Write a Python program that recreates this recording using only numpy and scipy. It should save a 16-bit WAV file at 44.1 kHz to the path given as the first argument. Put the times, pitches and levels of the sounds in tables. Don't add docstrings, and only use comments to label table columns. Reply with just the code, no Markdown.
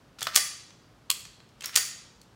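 import sys
import numpy as np
from scipy import signal
from scipy.fft import rfft, irfft
from scipy.io import wavfile
from scipy.ndimage import uniform_filter1d

SR = 44100
rng = np.random.default_rng(int(sys.argv[2]) if len(sys.argv) > 2 else 0)


def transcribe(u):
    v = np.clip(np.atleast_2d(u).T, -1, 1)
    q = np.round(v * 32767).astype(np.int16)
    wavfile.write(sys.argv[1], SR, q)


N = 103635

# start in seconds, relative level in dB,
# tilt in dB per octave, relative ring level in dB, squareness of the blow (-1 to 1), crack T60 in seconds.
SLIDE_SLAMS = [(0.3557, -8.5, 9, -11.5, -0.13, 0.0083), (.3600, 1, 1, -1.5, -0.91, 0.012),
               (.3728, -10.5, -2.5, -5.5, -0.88, .03), (1.7560, -11.5, 2.5, -11.5, 0.92, .005),
               (1.7600, -1, 1.4, -2.5, 1, 0.008), (1.7724, -8, -1.5, -1.5, 0.69, 0.031)]
# frequency in Hz, relative level in dB.
SLIDE_CRACK_COLOUR = [(100, -48), (350, -33.5), (600, -19), (900, -15), (1200, -9), (2000, -2.5),
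                      (3200, -0.5), (5000, 1.5), (6800, 3), (9000, -1), (12000, -7), (16000, -11)]


def undb(db):
    return 10 ** (np.asarray(db) / 20)


def unit(x):
    return x / np.sqrt(np.sum(x ** 2) + 1e-18)


def add(out, start_s, x):
    i = max(int(start_s * SR), 0)
    out[i:i + len(x)] += x[:len(out) - i]


def noise(size):
    phase = 2 * np.pi * rng.random(size // 2 + 1)
    return unit(irfft(np.exp(1j * phase), size)) * np.sqrt(size)


def fade(t, t60):
    return np.exp(-np.log(1000) * t / t60)


def colour(x, points, tilt_db=0):
    size = 2 * len(x)
    hz = np.fft.rfftfreq(size, 1 / SR)
    p = np.array(points)
    db = np.interp(np.log(hz + 1), np.log(p[:, 0]), p[:, 1])
    db = db + tilt_db * np.log2(np.maximum(hz, 400) / 4000)
    cepstrum = irfft(np.log(undb(db)))
    cepstrum[1:size // 2] *= 2
    cepstrum[size // 2 + 1:] = 0
    response = np.exp(rfft(cepstrum))
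    return irfft(rfft(x, size) * response)[:len(x)]


def burst(t60, hold=0, size=8192, count=3):
    t = np.arange(size) / SR
    attack = 1 - np.exp(-t / .0003)
    x = noise(size) * fade(np.maximum(t - hold, 0), t60) * attack
    for _ in range(count):
        spectrum = rfft(x)
        smooth_power = uniform_filter1d(abs(spectrum) ** 2, size=64)
        x = irfft(spectrum / np.sqrt(smooth_power + 1e-18)) * (t < t60 + hold)
    return unit(x)


def ring(modes, size=32768, count=7):
    out = np.zeros(size)
    spread = .009
    for hz, db, t60 in modes:
        t = np.arange(min(size, int(1.2 * SR * t60) + 64)) / SR
        cluster = np.zeros(len(t))
        for k in np.linspace(-1, 1, count):
            cycles = hz * (1 + spread * k) * t + rng.random()
            cluster += np.cos(k) * np.sin(2 * np.pi * cycles)
        add(out, 0, undb(db) * unit(fade(t, t60) * cluster))
    return unit(out)


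def blows(rows, points, chatter_s, crack_s, modes, ring_db):
    out = np.zeros(N)
    for start_s, db, tilt_db, own_ring_db in rows:
        crack = unit(colour(burst(crack_s, chatter_s), points, tilt_db))
        add(out, start_s, undb(db) * crack)
        add(out, start_s, undb(db + ring_db + own_ring_db) * ring(modes))
    return out


def slams():
    # frequency in Hz, relative level in dB, T60 in seconds,
    # change in dB per unit of squareness.
    slide_modes = [(1173, -15.5, 0.22, -6), (1854, -7.5, 0.12, 5), (2004, -11, .3, 2.5),
                   (3400, -6, 0.15, -2.5), (4100, -10.5, 0.21, -3.5), (4640, -2, .4, -1), (4690, -4, .4, 4),
                   (5325, -8.5, 0.26, -2.5), (6083, -10.5, 0.66, 0), (6810, -5.5, .4, 6.5),
                   (7440, -7.5, 0.12, 4), (8600, -2.5, 0.19, -1), (9340, -11.5, .3, -3.5),
                   (10384, -2.5, .4, 0), (15270, -7, .22, 5.5)]
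    out = np.zeros(N)
    for *row, square, crack_s in SLIDE_SLAMS:
        modes = [(hz, db + square * change_db, t60) for hz, db, t60, change_db in slide_modes]
        out += blows([row], SLIDE_CRACK_COLOUR, chatter_s=.0015, crack_s=crack_s, modes=modes, ring_db=-6)
    return out


def frame():
    # frequency in Hz, relative level in dB, T60 in seconds.
    frame_modes = [(454, -10, 0.091), (620, -4, 0.12), (799, -4, .08), (1044, -4.5, .07),
                   (1182, 4.5, 0.036)]
    knock_db, dull_db = -12.5, 6.5
    out = np.zeros(N)
    for start_s, db, tilt_db, *_ in SLIDE_SLAMS:
        level_db = knock_db + db - dull_db * tilt_db
        add(out, start_s, undb(level_db) * ring(frame_modes, size=8192))
    return out


def stops():
    # start in seconds, relative level in dB, tilt in dB per octave,
    # relative ring level in dB.
    stop_rows = [(.2180, -23, -3.5, -5.5), (.2689, -13, -0.5, -3), (1.6445, -26.5, 3, -7.5)]
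    # frequency in Hz, relative level in dB.
    stop_colour = [(100, -16), (350, -12.5), (650, -1.5), (950, -0.5), (1300, 8.5), (2200, -0.5), (5000, 2),
                   (8000, -15), (16000, -14)]
    # frequency in Hz, relative level in dB, T60 in seconds.
    stop_modes = [(640, -6, .06), (1192, 2, .12), (1228, -3.5, .1), (1309, 4, 0.13), (1396, -10.5, .09),
                  (1800, -0.5, 0.17), (2590, -3, .06), (3700, -11, .1), (4500, -9.5, .12)]
    return blows(stop_rows, stop_colour, chatter_s=.0016, crack_s=.016, modes=stop_modes, ring_db=-4.5)


def rails(size=8192):
    # start in seconds, length in seconds, level at start in dB,
    # level at end in dB.
    scrapes = [(0.186, 0.019, -44.5, -53), (0.212, 0.028, -46, -60), (0.295, 0.041, -60, -53.5),
               (0.332, 0.03, -46.5, -31.5), (1.575, 0.043, -74.5, -63.5), (1.636, .062, -40, -45.5),
               (1.702, 0.023, -52, -74), (1.726, 0.056, -49, -31.5)]
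    # frequency in Hz, relative level in dB.
    rail_colour = [(100, -30.5), (500, -14), (1000, -10), (1330, 3.5), (1550, -4.5), (2500, -1.5),
                   (5000, -1), (8000, -13), (16000, -26.5)]
    out = np.zeros(N)
    t = np.arange(size) / SR
    for start_s, length_s, start_db, end_db in scrapes:
        grain_log_gain = .47 * rng.uniform(-1, 1, size // 64)
        grit = np.exp(np.repeat(grain_log_gain, 64))
        rub = unit(colour(noise(size) * grit, rail_colour)) * np.sqrt(size)
        gate = np.clip(np.minimum(t, length_s - t) / .002 + .5, 0, 1)
        level_db = np.interp(t, [0, length_s], [start_db, end_db])
        add(out, start_s, rub * gate * undb(level_db))
    return out


def clicks():
    # start in seconds, relative level in dB,
    # tilt in dB per octave, crack T60 in seconds, resonance in Hz.
    click_rows = [(.189, -39, -1.5, .04, 5600), (0.195, -41.5, 1, .012, 8500),
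                  (0.2077, -26, -0.5, .014, 3450), (.2167, -24, -5, 0.02, 4570),
                  (0.2257, -21, 0, 0.025, 3570), (0.2293, -16.5, 3, 0.0048, 3395),
                  (0.2545, -31, -7, .02, 3370), (.3460, -20.5, -2, .025, 4340),
                  (0.35, -28.5, 1.5, .015, 4600), (0.706, -43, -8, .015, 6000),
                  (1.2524, -33.5, -4.5, 0.011, 5870), (1.4026, -43, -10, 0.014, 4210),
                  (1.490, -51, -3.5, 0.018, 5400), (1.608, -31, -2, .014, 3170),
                  (1.6203, -32, -5.5, 0.029, 2660), (1.6254, -34.5, -1, 0.0075, 8040),
                  (1.6408, -25, -7, 0.021, 6600), (1.6581, -17.5, 9.5, 0.006, 5530),
                  (1.669, -46, 5.5, .03, 6060), (1.693, -33, -4, .03, 1740),
                  (1.7436, -30.5, -5, 0.016, 2900), (2.2152, -41.5, 0.5, 0.014, 4440)]
    ring_db, ring_s = -3.5, .022
    out = np.zeros(N)
    for start_s, db, tilt_db, t60, hz in click_rows:
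        crack = unit(colour(burst(t60), SLIDE_CRACK_COLOUR, tilt_db))
        add(out, start_s, undb(db) * crack)
        add(out, start_s, undb(db + ring_db) * ring([(hz, 0, ring_s)], size=4096))
    return out


def strikes():
    # start in seconds, relative level in dB,
    # tilt in dB per octave, relative ring level in dB.
    strike_rows = [(1.0975, -28, -8, -5), (1.1015, -3.5, 2.5, -3.5), (1.1054, -27, 5.5, -4)]
    # frequency in Hz, relative level in dB.
    striker_colour = [(100, -42), (400, -26), (800, -21.5), (1080, -1), (1500, -9.5), (2200, -4.5),
                      (3000, 5), (3750, -1), (4250, 2.5), (5000, -2.5), (5900, -6), (7800, 0), (10000, -8),
                      (12000, -7.5), (16000, -16.5)]
    # frequency in Hz, relative level in dB, T60 in seconds.
    striker_modes = [(1006.7, -9.5, 0.029), (1110, -6.5, 0.034), (2808, -2.5, .025), (3340, 3.5, .025),
                     (4127, 7, 0.043), (4360, 3, .03), (6970, -4, .07), (7540, -5, .04), (8635, -5, .1)]
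    return blows(strike_rows, striker_colour, chatter_s=.0024, crack_s=.0041, modes=striker_modes, ring_db=-4.5)


def room(x, size=40000):
    # delay in seconds, level in dB, tilt in dB per octave,
    # smear T60 in seconds.
    echoes = [(.0078, -18, -1, .004), (.0107, -15, -1, .002), (.0130, -15, 1, .02),
              (.0165, -19.5, -1, 0.02), (.0222, -21.5, 2, .003), (.036, -23.5, 1, .04),
              (.097, -31.5, 3.5, 0.047)]
    # band centre in Hz, level in dB, T60 in seconds.
    tail_bands = [(201.4, -5, 0.24), (500, -10.5, .3), (998.6, -11.5, 0.67), (1860, -6.5, 0.66),
                  (3850, -11.5, 0.83), (6700, -7, 0.57), (10030, -10.5, .42), (16000, -13, .3)]
    early = np.zeros(size)
    for delay_s, db, tilt_db, smear_s in echoes:
        slap = colour(burst(smear_s), [(1, 0), (SR, 0)], tilt_db)
        add(early, delay_s, undb(db) * slap)

    t = np.arange(size) / SR
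    hz = np.fft.rfftfreq(size, 1 / SR)
    onset = np.clip(t / .013 - .5, 0, 1)
    spectrum = rfft(noise(size))
    centres = np.log([row[0] for row in tail_bands])
    tail = np.zeros(size)
    for share, (_, db, t60) in zip(np.eye(len(tail_bands)), tail_bands):
        band = irfft(spectrum * np.interp(np.log(hz + 1), centres, share))
        tail += undb(db) * band * unit(fade(t, t60) * onset)
    return signal.fftconvolve(x, early + tail)[:N]


def rumble():
    # frequency in Hz, relative level in dB per Hz.
    rumble_colour = [(15, -48), (30, -30), (46, 0.5), (75, -4.5), (110, 3.5), (150, -0.5), (250, -4.5),
                     (420, -8.5), (800, -12.5), (1300, -13.5), (2000, -19.5), (5500, -25), (9000, -32.5),
                     (16000, -40.5)]
    hum = unit(colour(rng.standard_normal(N), rumble_colour)) * np.sqrt(N)
    return undb(-58) * hum


def scene():
    racks = undb(13) * slams() + frame()
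    racks += undb(12.5) * stops() + rails() + undb(12) * clicks()
    striker = undb(10.5) * strikes()
    out = racks + striker + room(racks + undb(-2) * striker) + rumble()
    add(out, .0107, undb(-8.5) * striker)
    return out[None]


def record(dry):
    rounded = np.tanh(dry)
    top_cut = signal.ellip(10, .2, 80, 15800, fs=SR, output="sos")
    return signal.sosfilt(top_cut, rounded)


dry = scene()
out = record(dry)
transcribe(out)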